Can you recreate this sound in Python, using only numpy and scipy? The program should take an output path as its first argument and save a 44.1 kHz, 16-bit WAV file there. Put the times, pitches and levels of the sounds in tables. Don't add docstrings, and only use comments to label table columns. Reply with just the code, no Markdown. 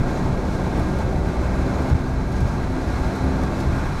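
import sys
import numpy as np
from scipy import signal
from scipy.fft import rfft, irfft
from scipy.io import wavfile
from scipy.ndimage import uniform_filter1d

SR = 44100
rng = np.random.default_rng(int(sys.argv[2]) if len(sys.argv) > 2 else 0)


def wav_record(signal):
    frames = np.transpose(np.atleast_2d(signal))
    bounded = np.clip(frames, -1, 1)
    quanta = np.round(bounded * 32767).astype(np.int16)
    wavfile.write(sys.argv[1], SR, quanta)


N = 176400
PHASE_WANDER_RAD, WAVER_PER_S = 0.42, 3.4

# time_s, rate_hz
FIRING_RATE = [(0, 61.38), (.7, 62), (1.1, 63.14), (1.5, 63.03), (2.0, 64.29), (2.5, 64.85), (3.0, 64.47),
               (3.4, 65.63), (3.7, 66.23), (4.0, 69.05)]


def from_db(db):
    return 10 ** (np.asarray(db) / 20)


def rms_one(x):
    return x / np.sqrt(np.mean(x ** 2) + 1e-20)


def seconds():
    return np.arange(N) / SR


def in_time(rows):
    return np.interp(seconds(), *np.transpose(rows))


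def drift(rate):
    hz = np.arange(N + 1) * SR / (2 * N)
    slow_spectrum = rfft(rng.standard_normal(2 * N)) / (1 + (hz / rate) ** 2)
    return rms_one(irfft(slow_spectrum))[:N]


def cabin_lift_db(hz):
    # centre_hz, width_hz, lift_db
    resonances = [(46.9, 5.8, 9), (66.7, 15, 4.5), (127.8, 3.3, 3), (260.6, 12, 4.5), (311.4, 6.6, 4),
                  (380, 43, 4), (889, 38, 6.5), (1036, 32, 4), (1166, 66, 3), (1424, 20, 7),
                  (1490, 28, 4.5), (1605.5, 51, 9.5), (1904, 31, 5), (2165, 97, 7), (4000, 130, 2.5),
                  (11700, 400, 2.5)]
    return sum(lift_db / (1 + (2 * (hz - centre) / width) ** 2) for centre, width, lift_db in resonances)


def cabin_noise(spectrum):
    hz = np.maximum(np.arange(N // 2 + 1) * SR / N, 1)
    points_hz, points_db = np.transpose(spectrum)
    db = np.interp(np.log(hz), np.log(points_hz), points_db) + cabin_lift_db(hz)
    skirts = np.minimum(hz / points_hz[0], 1) * np.minimum(points_hz[-1] / hz, 1)
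    return rms_one(irfft(rfft(rng.standard_normal(N)) * from_db(db) * skirts ** 2, N))


def surges(rows, spectrum):
    envelope = sum(from_db(db) * np.exp(-((seconds() - middle) / half) ** 2) for middle, half, db in rows)
    return envelope * cabin_noise(spectrum)


def engine(firing_phase):
    harmonics = [-38, -40, -41, -39, -42, -47.5, -50.5, -52, -47.5, -49.5]
    swells = {1: [(0, -1), (.6, -2), (1.15, 7.5), (1.6, 2), (2.2, -5), (3.0, -2), (4, 0)], 2: [(0, -2),
              (1.3, -1), (2.15, 5.5), (2.8, 0), (4, -1)], 3: [(0, 0), (.25, 9.5), (.7, 6.5), (1.0, -3.5),
              (1.72, 4.5), (2.2, -11), (2.85, 4), (4, 1.5)], 4: [(0, -7), (.3, 1.5), (1.1, -9.5), (1.55, 2),
              (2.0, 6.5), (2.5, -6), (2.76, 6), (2.98, -11.5), (3.26, 5), (3.45, -5), (4, -1)], 5: [(0, 0),
              (.5, -1.5), (.78, 6.5), (1.0, 1.5), (1.8, 1.5), (2.5, -1.5), (4, 2.5)]}
    # time_s, gain_db
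    effort = [(0, 0), (.45, -1), (1.0, 1.5), (1.8, 1.5), (2.5, -0.5), (3.3, 1.5), (3.7, 4.5), (4.0, -7.5)]
    waver_db = 1.5
    drone, firing_hz = 0, in_time(FIRING_RATE)
    for order, db in enumerate(harmonics, 1):
        wander = PHASE_WANDER_RAD * drift(WAVER_PER_S)
        tone = np.sin(order * firing_phase + wander + rng.uniform(0, 2 * np.pi))
        tone = rms_one(tone * from_db(waver_db * drift(WAVER_PER_S)))
        swell_db = in_time(swells[order]) if order in swells else 0
        drone += from_db(db + swell_db + cabin_lift_db(order * firing_hz)) * tone
    return from_db(in_time(effort)) * drone


def wheels():
    # frequency_hz, relative_db
    rumble_spectrum = [(14, -12), (22, 6), (31, -10), (43, -2), (58, -2), (82, 2.5), (105, -2.5), (150, -2),
                       (190, -4.5), (280, -22), (500, -33)]
    roar_spectrum = [(100, -9), (220, 5.5), (285, 1), (350, 1), (420, -2.5), (580, -2), (740, -1.5),
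                     (900, -11), (1400, -22)]
    # time_s, relative_db
    rumble_level = [(0, -15.5), (.15, -26.5), (.27, -20), (.45, -25), (.7, -23.5), (.85, -24), (1.1, -21.5),
                    (1.5, -22.5), (1.7, -22.5), (2.15, -23), (2.5, -19.5), (2.62, -23.5), (3.1, -22),
                    (3.16, -28), (3.25, -22), (3.68, -23), (4.0, -22)]
    roar_level = [(0, -24.5), (0.2, -22.5), (0.5, -24.5), (0.77, -23.5), (1.2, -24.5), (1.5, -25),
                  (1.8, -22.5), (2.1, -27.5), (2.4, -25.5), (2.75, -26.5), (2.95, -25), (3.2, -25.5),
                  (3.5, -24), (4, -30)]
    rumble = from_db(in_time(rumble_level) - 0.5) * cabin_noise(rumble_spectrum)
    roar = from_db(in_time(roar_level) - 3.5) * cabin_noise(roar_spectrum)
    return rumble + roar


def air(firing_phase):
    # frequency_hz, relative_db
    wash_spectrum = [(600, -6.5), (850, 0), (1100, -2), (1350, -2.5), (1650, -7), (1850, -10),
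                     (2050, -13.5), (2400, -10), (2900, -22), (5000, -41)]
    hiss_spectrum = [(1200, -19), (2700, -5), (3500, 2.5), (4800, -0.5), (6300, -1.5), (8000, -7),
                     (10500, -12), (12500, -17), (15500, -26)]
    # time_s, relative_db
    wash_level = [(0, -31.5), (0.2, -32), (0.4, -33.5), (0.8, -32), (1.15, -33.5), (1.5, -32),
                  (1.75, -30.5), (2.1, -32), (2.6, -33), (3.0, -31.5), (3.25, -30), (3.55, -31.5),
                  (3.85, -28.5), (4, -30.5)]
    hiss_level = [(0, -45), (0.15, -44), (0.36, -45.6), (0.48, -43.5), (0.7, -44.5), (0.8, -43.5),
                  (1.1, -45), (1.55, -44.5), (1.85, -43), (2.2, -45.5), (2.38, -44), (2.65, -45.5),
                  (2.9, -43.5), (3.2, -44), (3.5, -44), (3.6, -42.1), (3.7, -44), (4, -42)]
    trim_db, flutter_db, throb_depth = -3.5, 0.8, 0.028
    wash = from_db(in_time(wash_level) + trim_db) * cabin_noise(wash_spectrum)
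    hiss = from_db(in_time(hiss_level) + trim_db) * cabin_noise(hiss_spectrum)
    flutter = from_db(flutter_db * drift(rate=17))
    throb = 1 + throb_depth * np.cos(firing_phase)
    return (wash + hiss) * flutter * throb


def whines():
    # pitch_hz, level_db
    tones = [(1987, -56), (2632, -61.5), (3935, -72), (4337, -69), (5520, -68), (6461, -73)]
    out, waver_db = 0, 2.0
    for hz, db in tones:
        tone = np.sin(2 * np.pi * hz * seconds() + PHASE_WANDER_RAD * drift(WAVER_PER_S))
        out += from_db(db) * rms_one(tone * from_db(waver_db * drift(WAVER_PER_S)))
    return out


def whistle():
    # frequency_hz, relative_db
    spectrum = [(3750, -22), (4000, 0), (4250, -3), (4500, -13)]
    # time_s, level_db
    level = [(0, -61), (.25, -53), (.4, -59), (.95, -59), (1.15, -61), (1.75, -56), (2.4, -57), (2.8, -58),
             (3.25, -52), (3.5, -58), (3.85, -52), (4, -55)]
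    return from_db(in_time(level)) * cabin_noise(spectrum)


def rattles():
    # start_s, level_db, decay_s, snap_over_body_db
    ticks = [(.772, -49, .03, -8), (.795, -48, .004, 0), (0.9883, -42, 0.0017, 1), (1.823, -49, 0.0028, -1),
             (1.894, -52, .003, 2), (2.319, -49, 0.009, -3), (2.363, -45, .012, -15),
             (2.404, -42, 0.009, -8), (2.475, -50, .02, -12), (3.154, -49, 0.022, -3),
             (3.2405, -45, 0.0026, 0), (3.435, -45, .002, 1), (3.592, -48, .004, -2),
             (3.601, -42, 0.012, -8)]
    # frequency_hz, relative_db
    body_spectrum = [(1500, -18), (3000, 10), (6000, 8), (10000, -5), (15000, -24)]
    snap_spectrum = [(5000, -10), (8000, 0), (11000, -2.5), (13500, -6), (15500, -12)]
    chatter_per_s, chatter_db, spread_db, chatter_decay_s = 70, -56, 3.5, .0015
    hits = rng.random(N) < chatter_per_s / SR
    strength = from_db(chatter_db + spread_db * rng.standard_normal(N))
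    pole = np.exp(-1 / (chatter_decay_s * SR))
    body = signal.lfilter([1], [1, -pole], hits * strength + 1e-18)
    snap = 0
    for start, db, decay_s, snap_db in ticks:
        age = seconds() - start
        burst = from_db(db) * (age >= 0) * np.exp(-np.abs(age) / decay_s)
        body += burst
        snap += from_db(snap_db) * burst
    return body * cabin_noise(body_spectrum) + snap * cabin_noise(snap_spectrum)


def squeaks():
    # middle_s, half_length_s, level_db
    rubs = [(0.153, 0.07, -54.5), (1.76, 0.024, -55), (1.848, 0.026, -57)]
    # frequency_hz, relative_db
    spectrum = [(5800, -22), (6450, 0), (6750, 2), (7400, -18)]
    return surges(rubs, spectrum)


def bumps():
    # start_s, relative_db, hardness_db_per_octave (counted from the lowest mode)
    jolts = [(0.292, -19.5, 7.5), (.797, -19, -4), (1.046, -22.5, 9), (1.913, -11, -0.5), (1.939, -12, 1.5),
             (2.413, -18, 8.5), (2.515, -24, -3), (3.666, -13.5, -15)]
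    # pitch_hz, gain_db, t60_s
    modes = [(75.1, 4.5, 0.19), (123.7, 4.5, 0.13)]
    rise_s, lowest_hz = 0.0053, modes[0][0]
    thuds = 0
    for start, db, hardness in jolts:
        age = np.maximum(seconds() - start, 0)
        for hz, mode_db, t60 in modes:
            envelope = (1 - np.exp(-age / rise_s)) * np.exp(-np.log(1000) * age / t60)
            gain = from_db(db + mode_db + hardness * np.log2(hz / lowest_hz))
            thuds += gain * envelope * np.sin(2 * np.pi * hz * age)
    return thuds


def panel_shakes():
    # middle_s, half_length_s, level_db
    patches = [(.79, 0.041, -29.5), (1.87, 0.026, -29.5), (1.995, .03, -35), (2.77, 0.02, -32)]
    # frequency_hz, relative_db
    spectrum = [(180, 4), (300, 6.5), (700, -6), (1800, -13.5), (4000, -28)]
    return surges(patches, spectrum)


def scene():
    firing_phase = 2 * np.pi * np.cumsum(in_time(FIRING_RATE)) / SR
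    steady = engine(firing_phase) + wheels() + air(firing_phase) + whines() + whistle()
    return (steady + rattles() + squeaks() + bumps() + panel_shakes())[None]


def record(dry):
    limit_db, recovery_db_per_s, attack_s, detector_s = -12.6, 3.3, .004, .025
    dropout_s, dropout_half_s = 1.9405, .0024
    cutoff_hz = 15700
    power = uniform_filter1d(dry[0] ** 2, int(detector_s * SR))
    over_db = np.maximum(10 * np.log10(np.abs(power) + 1e-12) - limit_db, 0)
    recovery_db = recovery_db_per_s * seconds()
    held_db = np.maximum.accumulate(over_db + recovery_db) - recovery_db
    pole = np.exp(-1 / (attack_s * SR))
    duck_db = signal.lfilter([1 - pole], [1, -pole], held_db)
    dropout = 1 - np.exp(-((seconds() - dropout_s) / dropout_half_s) ** 6)
    lowpass = signal.ellip(12, .2, 80, cutoff_hz, fs=SR, output="sos")
    return signal.sosfilt(lowpass, dry * from_db(-duck_db) * dropout)


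dry = scene()
out = record(dry)
wav_record(out)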